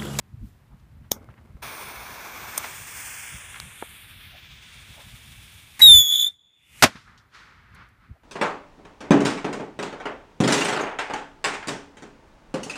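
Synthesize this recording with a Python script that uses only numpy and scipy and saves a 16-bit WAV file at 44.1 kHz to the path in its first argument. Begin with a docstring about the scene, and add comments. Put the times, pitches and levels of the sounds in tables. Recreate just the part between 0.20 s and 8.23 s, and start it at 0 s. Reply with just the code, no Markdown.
"""A whistling rocket takes off from a plywood board on a concrete patio, near the microphone, in a light breeze.
Its tube sounds a piercing tone that falls, then edges up, and beats against its own ground reflection.
Before that a lighter clicks, its gas flame flutters, and the fuse catches and hisses; a second click follows.
Tones make the whistle; shaped noise makes the flame, fuse jet, exhaust, wind and handling sounds.
After a short swelling hiss the rocket bursts with one sharp bang, and echoes return from the neighbourhood."""
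import sys
import numpy as np
from scipy import signal
from scipy.fft import rfft, irfft, next_fast_len
from scipy.io import wavfile
from scipy.ndimage import uniform_filter1d, map_coordinates

SR = 44100
rng = np.random.default_rng(int(sys.argv[2]) if len(sys.argv) > 2 else 0)


def generate_wav(signal):
    """Clip the signal to [-1, 1] and save it as 16-bit WAV at the path in sys.argv[1]."""
    frames = np.transpose(np.atleast_2d(signal))
    scaled = np.clip(frames, -1, 1) * 32767
    pcm = np.round(scaled).astype(np.int16)
    wavfile.write(sys.argv[1], SR, pcm)


N = 354311
T = np.arange(N) / SR   # seconds

# Spectra of the noises, before each is scaled to unit power. Each row: frequency in Hz, relative dB per Hz.
BREEZE_COLOUR = [(13, -46.5), (22, -23.5), (54, 1.5), (97, 1), (118, -1), (227, -12.5), (367, -31.5),
                 (400, -33.5), (420, -30.5), (550, -62.5), (920, -120)]
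AIR_COLOUR = [(200, 7), (500, -1), (1000, -1), (2000, -5), (3000, -10.5), (6000, -18.5), (15000, -20)]
STRIKE_COLOUR = [(150, -5), (880, -3.5), (1900, -8.5), (2800, -17.5), (3460, -0.5), (4200, -13.5),
                 (5700, 2.5), (6700, 1.5), (7500, -10.5), (8900, -4.5), (10500, -7.5), (14600, 0),
                 (15800, -14.5)]
FLAME_COLOUR = [(120, -34.5), (200, 0), (1170, -15), (1560, -17.5), (1850, -43.5), (2130, -16), (2750, -44),
                (3380, -40.5), (12000, -44.5), (15600, -78.5), (22000, -120)]
ROAR_COLOUR = [(200, -10), (600, -7.5), (1150, -1), (1700, -3), (1920, -8), (2250, 3.5), (2950, -12),
               (3400, -9), (4200, -15), (4700, -17.5), (6100, -14.5), (7500, -21.5), (9300, -11.5),
               (10600, -23.5), (15000, -11)]
HISS_COLOUR = [(900, -13.5), (1700, 0.5), (1920, -0.5), (2200, 4), (2700, 4), (3000, 2), (3450, 7),
               (4200, -3.5), (5500, -6.5), (7000, -8.5)]
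SIZZLE_COLOUR = [(4500, -31), (6200, -9.5), (7500, -4.5), (9600, 3), (10600, -6.5), (12000, -0.5),
                 (13200, -10.5), (14900, -7), (16000, 7.5)]
EXHAUST_COLOUR = [(150, 2), (500, -7), (1200, -2.5), (2200, 3.5), (3200, -5), (5000, -5.5), (9000, -1.5),
                  (15500, -10)]
BANG_COLOUR = [(45, -15.5), (110, -0.5), (175, -16), (245, -1.5), (400, -7.5), (680, -3), (850, -6),
               (1400, -4.5), (2000, -6), (2800, -9), (5500, -11.5), (9000, -16.5), (15000, -24.5)]
ECHO_COLOUR = [(120, -3), (300, -8), (650, -13), (1300, 3.5), (2100, 0), (2900, -5.5), (4500, -5.5),
               (8000, -14.5), (15000, -20)]

# Outdoor background, low from the whistle to the bang. Each row: time in seconds, level in dB.
BACKGROUND = [(0, -65), (5.6, -65), (6.15, -77), (6.55, -77.5), (7.0, -69.5)]
# Breeze between gusts. Each row: time in seconds, level in dB.
BREEZE = [(0, -55), (.9, -52), (2.2, -53), (3.3, -54.5), (5.6, -53), (5.9, -63), (6.38, -80), (6.52, -58),
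          (6.9, -56), (7.15, -65.5), (7.72, -54), (8.03, -65)]
# Gusts that buffet the microphone. Each row: peak in seconds, level in dB, half length in seconds.
GUSTS = [(0.14, -40, 0.015), (0.23, -36, 0.034), (0.537, -38, 0.023), (0.815, -43.5, 0.03), (.96, -44, .05),
         (1.095, -41.5, 0.033), (1.355, -42, 0.016), (1.682, -48.5, 0.026), (3.147, -43, 0.024),
         (4.71, -47, .02), (4.94, -44.5, .016), (7.914, -35, 0.018)]

# Light ticks of handling and of falling scraps.
# Each row: peak in seconds, level in dB, centre in Hz, t60 in seconds.
TICKS = [(1.089, -44.5, 800, .024), (1.141, -47, 1300, .014), (6.977, -54.5, 3980, .12),
         (7.548, -56.5, 7980, .04), (7.688, -67, 8040, .042)]
TICK_OCTAVES, TICK_RISE_S = 0.75, 0.0005
# Soft scuffs of hand and shoes.
# Each row: peak in seconds, level in dB, centre in Hz, width in octaves, t60 in seconds.
SCUFFS = [(.27, -65, 7000, 3.4, 0.5), (.53, -60, 880, .5, .2), (.6, -68, 2200, 1.5, .06),
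          (.85, -62, 1200, 1.1, .14), (1.105, -55, 1290, 1, 0.084), (1.182, -55, 1300, 0.92, 0.084),
          (4.15, -53, 680, 0.26, 0.13), (4.79, -51.5, 696, .56, .22), (7.96, -60, 600, .5, .077)]
SCUFF_RISE_SHARE = 0.11   # rise time over t60
# What one dull knock while stepping back rings with. Each row: centre in Hz, level in dB, t60 in seconds.
KNOCK_MODES = [(342, -32, .022), (600, -37, .06), (760, -26, .016), (1350, -31, 0.018)]
KNOCK_S, KNOCK_OCTAVES, KNOCK_RISE_S = 3.625, .62, .0005

# Lighter strikes. Each row: peak in seconds, snap level in dB, snap t60 in seconds, metal ping level in dB.
STRIKES = [(0.9179, -9, 0.0066, -29.5), (2.379, -17.5, 0.016, -18)]
PING_HZ, PING_OCTAVES, PING_T60_S = 8680, .13, .022
# the flame flares at the first strike, then burns low until the fuse catches
FLARE_DB, FLARE_T60_S, FLAME_DB = -43.5, 0.56, -61.5

# Burning fuse. Each row: time in seconds, then open flame roar, jet hiss and sizzle, each in dB.
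FUSE = [(1.42, -37, -47, -52), (1.6, -38.5, -55, -43.5), (1.92, -40, -55, -65), (2.48, -39, -42.5, -41),
        (2.57, -48, -44.5, -41), (2.8, -47, -41.5, -36), (3.05, -51, -41, -38), (3.4, -54, -48, -46),
        (4.15, -66, -49.5, -54), (4.78, -57, -50, -51), (5.5, -63.5, -53, -52.5)]
FUSE_LIT_S, LAUNCH_S = 1.419, 5.592
# Pitch cancelled by the board's reflection, which climbs as the flame creeps into the tube.
# Each row: time in seconds, notch in Hz, reflection strength from 0 to 1.
NOTCH = [(1.75, 2600, 0.27), (2.5, 3670, 0.54), (2.98, 3770, 0.96), (3.5, 4730, 0.64), (4.1, 7370, 0.7),
         (4.5, 12700, 0.7), (4.95, 13100, 0.06)]
# Spits and puffs of powder.
# Each row: peak in seconds, level in dB, centre in Hz, width in octaves, t60 in seconds.
SPITS = [(2.444, -31, 1380, 1.37, .095), (3.344, -34, 1700, 0.67, .025), (3.362, -36.5, 1480, .9, .08),
         (3.401, -26, 2900, 1.8, .0086), (5.604, -32, 1000, .4, .03), (5.605, -22, 1970, .17, 0.032),
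         (5.622, -22, 3560, 1.5, .045)]
SPIT_RISE_SHARE = 0.065   # rise time over t60: longer puffs also swell more slowly

# Exhaust: a puff at ignition, then a rush that follows the whistle's level by this share of its dB.
IGNITION_DB, IGNITION_T60_S, EXHAUST_DB, EXHAUST_FOLLOWS = -30.5, .07, -31.5, .8
BACKWASH_S, BACKWASH_DB = 5.79, -31
# Whistle pitch, about which it wavers. Each row: time in seconds, pitch in Hz.
PITCH = [(5.612, 3930), (5.63, 3822), (5.665, 3800), (5.695, 3590), (5.708, 3605), (5.735, 3526),
         (5.78, 3475), (5.865, 3365), (5.93, 3443), (6.04, 3476), (6.09, 3550)]
# Whistle strength as the rocket turns and flies off.
# Each row: time in seconds, fundamental in dB, even overtones in dB relative to it.
WHISTLE = [(5.62, -5, -24), (5.725, -4.5, -22), (5.77, -9, -10.5), (5.81, -13.5, -7), (5.835, -21.5, -8.5),
           (5.89, -22, -8), (5.935, -16, -17), (5.975, -22, -10), (6.005, -18.5, -10.5), (6.07, -21.5, -18)]
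WHISTLE_ON_S, WHISTLE_RISE_S, WHISTLE_OFF_S, WHISTLE_T60_S = 5.62, .0025, 6.078, .075
# third partial relative to the fundamental when that is at 0 dB; it weakens further with the tone
THIRD_DB, THIRD_FOLLOWS = -14, .33
# Doppler gap between the direct and the reflected whistle. Each row: time in seconds, gap in Hz.
DOPPLER_GAP = [(5.61, 41.6), (5.74, 49), (5.865, 167.5), (5.9, 95.2), (5.94, 59.7), (6.09, 52.4)]
# the fundamental's ground reflection grows to this strength by the time the rocket is far off
REFLECTION, FAR_S = .66, 5.92
# the burn turns rough as the charge runs out: roughness 0-1 before and at its worst
SMOOTH, ROUGHEST, ROUGH_AT_S, ROUGH_FOR_S = .12, .8, 5.99, .08   # the last is a half length
# hiss before the bang: its broad part and a band within it
SWELL_RISE_S, SWELL_DB, SWELL_BAND_DB, SWELL_BAND_HZ = .062, -45, -49.5, 2482

BANG_S = 6.6245
# The blast and its returns from ground and house. 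Each row: delay in seconds, level in dB, t60 in seconds.
BLAST = [(0, -3, 0.066), (.008, -7, .06), (0.0131, 0.5, .055), (0.033, -17.5, 0.099)]
# Far echoes of the bang.
# Each row: peak in seconds, level in dB, rise in seconds, t60 in seconds, frequency in Hz above which it is dull.
ECHOES = [(6.66, -44.5, 0.011, 0.75, 8940), (6.757, -43, 0.0017, 0.17, 4000),
          (6.88, -53.5, .02, 0.92, 1810), (7.15, -47.5, 0.015, .8, 5910), (7.2, -52.5, 0.022, 2.5, 2207),
          (7.56, -52.5, 0.028, 0.43, 3450), (7.619, -48.5, 0.063, 0.31, 2200), (7.84, -59, .04, 0.61, 2190)]
CUTOFF_HZ = 15350   # top of the microphone's range


def from_db(db):
    """Decibels to gain."""
    return 10 ** (np.asarray(db) / 20)


def rms_one(x):
    """Scale to unit power."""
    return x / np.sqrt(np.mean(x ** 2) + 1e-20)


def in_time(rows):
    """The columns of a curve, at every sample."""
    s, *columns = np.transpose(rows)
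    return [np.interp(T, s, column) for column in columns]


def shaped_noise(gain_at, size=N):
    """Unit noise whose gain is a function of frequency."""
    padded = next_fast_len(size)
    hz = np.maximum(np.fft.rfftfreq(padded, 1 / SR), 1)
    spectrum = rfft(rng.standard_normal(padded)) * gain_at(hz)
    return rms_one(irfft(spectrum, padded)[:size])


def noise(colour):
    """Unit noise with the given spectrum, falling steeply beyond its ends."""
    points_hz, db = np.transpose(colour)

    def gain_at(hz):
        skirts = np.minimum(1, np.minimum(hz / points_hz[0], points_hz[-1] / hz)) ** 4
        return from_db(np.interp(np.log(hz), np.log(points_hz), db)) * skirts

    return shaped_noise(gain_at)


def band(centre_hz, octaves, size=N):
    """Unit noise round one broad resonance."""
    return shaped_noise(lambda hz: 1 / (1 + (np.log2(hz / centre_hz) / octaves) ** 4), size=size)


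def drift(rate_hz):
    """Smooth random wandering of spread 1."""
    return shaped_noise(lambda hz: 1 / (1 + (hz / rate_hz) ** 4))


def low_pass(x, hz, order=2):
    """Dull the sound above a frequency."""
    return signal.sosfilt(signal.butter(order, min(hz, SR / 2 - 1000), fs=SR, output="sos"), x)


def delayed(x, seconds):
    """The sound as it arrives over a longer path."""
    return map_coordinates(x, [(T - seconds) * SR], order=3)


def burst(age, rise, t60):
    """Envelope that swells to 1 at age zero and then dies away by 60 dB in t60 seconds."""
    log_level = np.where(age < 0, age / abs(rise), -np.log(1000) * age / abs(t60))
    return np.exp(np.maximum(log_level, -40))


def held(on_s, off_s, rise, t60):
    """Envelope that swells to 1, holds, and then dies away."""
    return burst(T - np.clip(T, on_s, off_s), rise, t60)


def hump(s, half_length_s):
    """Smooth swell to 1 and back."""
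    return np.exp(-np.minimum(((T - s) / half_length_s) ** 2, 40))


def tap(s, db, centre_hz, octaves, rise, t60):
    """A short damped noise round one resonance, kept within a quarter second of its peak."""
    out, near = np.zeros(N), np.abs(T - s) < .25
    resonance = band(centre_hz, octaves, size=int(near.sum()))
    out[near] = from_db(db) * burst(T[near] - s, rise, t60) * resonance
    return out


def outdoors(swing_db=2.5, lumpy_db=2.0):
    """A lumpy breeze with a few gusts on the microphone, over a faint background."""
    breeze = from_db(in_time(BREEZE)[0] + swing_db * drift(7))
    gust_power = sum((from_db(db) * hump(s, half_length)) ** 2 for s, db, half_length in GUSTS)
    strength = np.sqrt(breeze ** 2 + gust_power)
    wind = strength * rms_one(noise(BREEZE_COLOUR) * from_db(lumpy_db * drift(14)))
    return wind + from_db(in_time(BACKGROUND)[0]) * noise(AIR_COLOUR)


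def small_noises():
    """Ticks, scuffs and one knock near the microphone, each a damped band of noise."""
    ticks = sum(tap(s, db, hz, TICK_OCTAVES, TICK_RISE_S, t60) for s, db, hz, t60 in TICKS)
    scuffs = sum(tap(s, db, hz, octaves, SCUFF_RISE_SHARE * t60, t60) for s, db, hz, octaves, t60 in SCUFFS)
    knock = sum(tap(KNOCK_S, db, hz, KNOCK_OCTAVES, KNOCK_RISE_S, t60) for hz, db, t60 in KNOCK_MODES)
    return ticks + scuffs + knock


def lighter(rise_s=0.0013, ring_db=-23, ring_t60=0.098, flutter_db=2.0, spit_db=9):
    """The igniter snaps, case and board ring briefly, and the gas flame flares, flutters and spits."""
    snaps = 0
    for s, db, t60, _ in STRIKES:
        ring = from_db(ring_db) * burst(T - s, rise_s, ring_t60)
        snaps = snaps + from_db(db) * (burst(T - s, rise_s, t60) + ring)
    pings = sum(tap(s, ping_db, PING_HZ, PING_OCTAVES, rise_s, PING_T60_S) for s, _, _, ping_db in STRIKES)

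    spits_per_s, spit_s = 45, .0018
    starts = (rng.random(N) < spits_per_s / SR) + 1e-18
    spits = signal.lfilter([1], [1, -np.exp(-1 / (spit_s * SR))], starts)   # each start decays over spit_s
    lit_s = STRIKES[0][0] + .012
    flare = from_db(FLARE_DB) * burst(T - lit_s, .003, FLARE_T60_S)
    low_flame = from_db(FLAME_DB) * held(lit_s, FUSE_LIT_S, .003, .15)
    flicker = from_db(flutter_db * drift(35)) * rms_one(1 + from_db(spit_db) * spits)
    flame = np.hypot(flare, low_flame) * flicker * noise(FLAME_COLOUR)
    return snaps * noise(STRIKE_COLOUR) + pings + flame


def fuse(sputter_db=0.88, grains_per_s=600, grain_db=-14, near_s=0.001145, far_s=0.003):
    """Powder burns with an open roar, then as a small jet; both are combed by reflections from board and ground."""
    roar_db, hiss_db, sizzle_db = in_time(FUSE)
    notch_hz, strength = in_time(NOTCH)
    grains = (rng.random(N) < grains_per_s / SR) * rng.standard_normal(N)
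    crackle = from_db(grain_db) * rms_one(grains - low_pass(grains, 4000, order=1))
    layers = [(noise(ROAR_COLOUR), roar_db), (noise(HISS_COLOUR), hiss_db),
              (noise(SIZZLE_COLOUR) + crackle, sizzle_db)]
    out = 0
    for jet, level_db in layers:
        combed = jet + np.clip(strength, 0, 1) * delayed(jet, .5 / notch_hz)   # half a cycle late cancels
        running_power = uniform_filter1d(combed ** 2, size=4000)   # evens out the level over 0.09 s
        out = out + from_db(level_db) * combed / np.sqrt(running_power + 1e-9)
    # a second, weaker reflection comes later as the microphone backs away
    out = out + 0.091 * delayed(out, np.interp(T, [2.9, 4.2], [near_s, far_s]))
    burning = np.clip((T - FUSE_LIT_S) / 0.01, 0, 1) * np.clip((LAUNCH_S + 0.024 - T) / .02, 0, 1)
    return out * burning * from_db(sputter_db * drift(26))


def powder_spits():
    """Lumps of powder catch all at once, each a short puff of banded noise."""
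    return sum(tap(s, db, hz, octaves, SPIT_RISE_SHARE * t60, t60) for s, db, hz, octaves, t60 in SPITS)


def exhaust(rise_s=.0008, t60=0.18, flutter_db=.5, backwash_hz=50, backwash_octaves=1.2,
            backwash_rise_s=.16, backwash_t60=.14):
    """Gas puffs at ignition and rushes along with the whistle; its backwash rumbles on the microphone."""
    level_db, _ = in_time(WHISTLE)
    puff = from_db(IGNITION_DB) * held(LAUNCH_S + .002, WHISTLE_ON_S - .008, rise_s, IGNITION_T60_S)
    rush_level = from_db(EXHAUST_DB + EXHAUST_FOLLOWS * level_db)
    rush = rush_level * held(WHISTLE_ON_S, WHISTLE_OFF_S - .012, rise_s, t60)
    gas = np.hypot(puff, rush) * from_db(flutter_db * drift(80)) * noise(EXHAUST_COLOUR)
    build_up = burst(T - BACKWASH_S, backwash_rise_s, backwash_t60)
    rumble = build_up * held(WHISTLE_ON_S, WHISTLE_OFF_S, .01, t60)
    return gas + from_db(BACKWASH_DB) * rumble * band(backwash_hz, backwash_octaves)


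def whistle(distance, shimmer_db=3.0, fourth_db=-3, reflection_growth=1.7):
    """The burning charge drives the tube's quarter-wave tone, which falls, then edges up, as it flies off."""
    jitter_radians, jitter_rate_hz, waver_hz, scatter_radians = .55, 260, 11, .6
    pitch_hz, = in_time(PITCH)
    level_db, even_db = in_time(WHISTLE)
    gap_hz, = in_time(DOPPLER_GAP)
    roughness = SMOOTH + (ROUGHEST - SMOOTH) * hump(ROUGH_AT_S, ROUGH_FOR_S)
    tube = 2 * np.pi * np.cumsum(pitch_hz + waver_hz * drift(70)) / SR
    direct = tube + jitter_radians * roughness * drift(jitter_rate_hz)   # uneven burning shakes the cycles
    # the reflected path has another Doppler shift and wanders over uneven ground, so the two beat irregularly
    mirrored = tube + 2 * np.pi * np.cumsum(gap_hz * (T > LAUNCH_S)) / SR
    wander = jitter_radians * drift(jitter_rate_hz) + scatter_radians * drift(50)
    mirrored = mirrored + roughness * wander
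    partials_db = [0, even_db, THIRD_DB + THIRD_FOLLOWS * level_db, even_db + fourth_db]
    out = 0
    for k, partial_db in enumerate(partials_db, 1):
        share = REFLECTION * distance ** reflection_growth / np.sqrt(k)   # rough ground scatters the overtones
        # overtones die first
        sounding = held(WHISTLE_ON_S, WHISTLE_OFF_S, WHISTLE_RISE_S, WHISTLE_T60_S / k)
        pair = (np.sin(k * direct) + share * np.sin(k * mirrored)) / np.sqrt((1 + share ** 2) / 2)
        out = out + sounding * from_db(partial_db) * pair
    return out * from_db(level_db + shimmer_db * roughness * drift(150))


def yard(x, wet_db, t60, dull_hz):
    """Faint scatter from walls and fences: the sound smeared by a decaying, dulled noise."""
    scatter = low_pass(rng.standard_normal(N), dull_hz) * burst(T - .04, .01, t60)
    scatter = scatter / np.sqrt(np.sum(scatter ** 2))
    return from_db(wet_db) * signal.fftconvolve(x, scatter)[:N]


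def swell(band_octaves=.35, t60=.04):
    """A faint hiss grows until the rocket bursts, then dies away."""
    broad = from_db(SWELL_DB) * burst(T - BANG_S, SWELL_RISE_S, t60) * noise(EXHAUST_COLOUR)
    band_level = from_db(SWELL_BAND_DB) * burst(T - BANG_S, 1.5 * SWELL_RISE_S, t60)
    return broad + band_level * band(SWELL_BAND_HZ, band_octaves)


def rocket():
    """Exhaust, whistle and swell; the farther the rocket, the more of its whistle comes back from the yard."""
    distance = np.clip((T - LAUNCH_S) / (FAR_S - LAUNCH_S), 0, 1)   # 0 on the board, 1 far off
    tone = whistle(distance)
    return tone + exhaust() + swell() + yard(tone * distance ** 4, wet_db=-41, t60=2.2, dull_hz=6000)


def bang(dull_hz=3000, treble_t60=0.16, suction=0.12, thump_db=-31, thump_t60=0.2,
         slap_delay_s=.1325, slap_db=-40, slap_hz=180):
    """The charge bursts with a crack that loses its top quickly; echoes roll back from ever farther away."""
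    suction_s = .0022
    crack = noise(BANG_COLOUR)
    body = low_pass(crack, dull_hz, order=1)
    treble = (crack - body) * burst(T - BANG_S, .01, treble_t60)
    blast_power = sum((from_db(db) * burst(T - BANG_S - lag, 0.00036, t60)) ** 2 for lag, db, t60 in BLAST)
    near = np.sqrt(blast_power) * (body + treble)
    near = near - suction * delayed(low_pass(near, 2300), suction_s)   # each push is followed by a duller pull
    thump_noise = noise([(70, 0), (160, -0.5), (260, 2.0)])   # rows as in the spectra above
    thump = from_db(thump_db) * burst(T - BANG_S - .01, 0.0057, thump_t60) * thump_noise
    # the thump returns from a wall
    slap = tap(BANG_S + slap_delay_s, slap_db, slap_hz, octaves=0.81, rise=0.0038, t60=0.054)
    roll = noise(ECHO_COLOUR)
    far = 0
    for s, db, rise, t60, hz in ECHOES:
        echo = rms_one(low_pass(np.roll(roll, rng.integers(N)), hz))   # a random stretch of the same noise
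        far = far + from_db(db) * burst(T - s, rise, t60) * echo
    return near + thump + slap + far


def scene():
    """Everything at one microphone."""
    mix = outdoors() + small_noises() + lighter() + fuse() + powder_spits() + rocket() + bang()
    return mix[None]


def record(dry):
    """Whistle and bang overload the microphone, which rounds off their peaks; the top is cut."""
    ceiling = .78
    clipped = dry / (1 + (dry / ceiling) ** 12) ** (1 / 12)
    return signal.sosfilt(signal.ellip(12, .1, 90, CUTOFF_HZ, fs=SR, output="sos"), clipped)


dry = scene()
out = record(dry)
generate_wav(out)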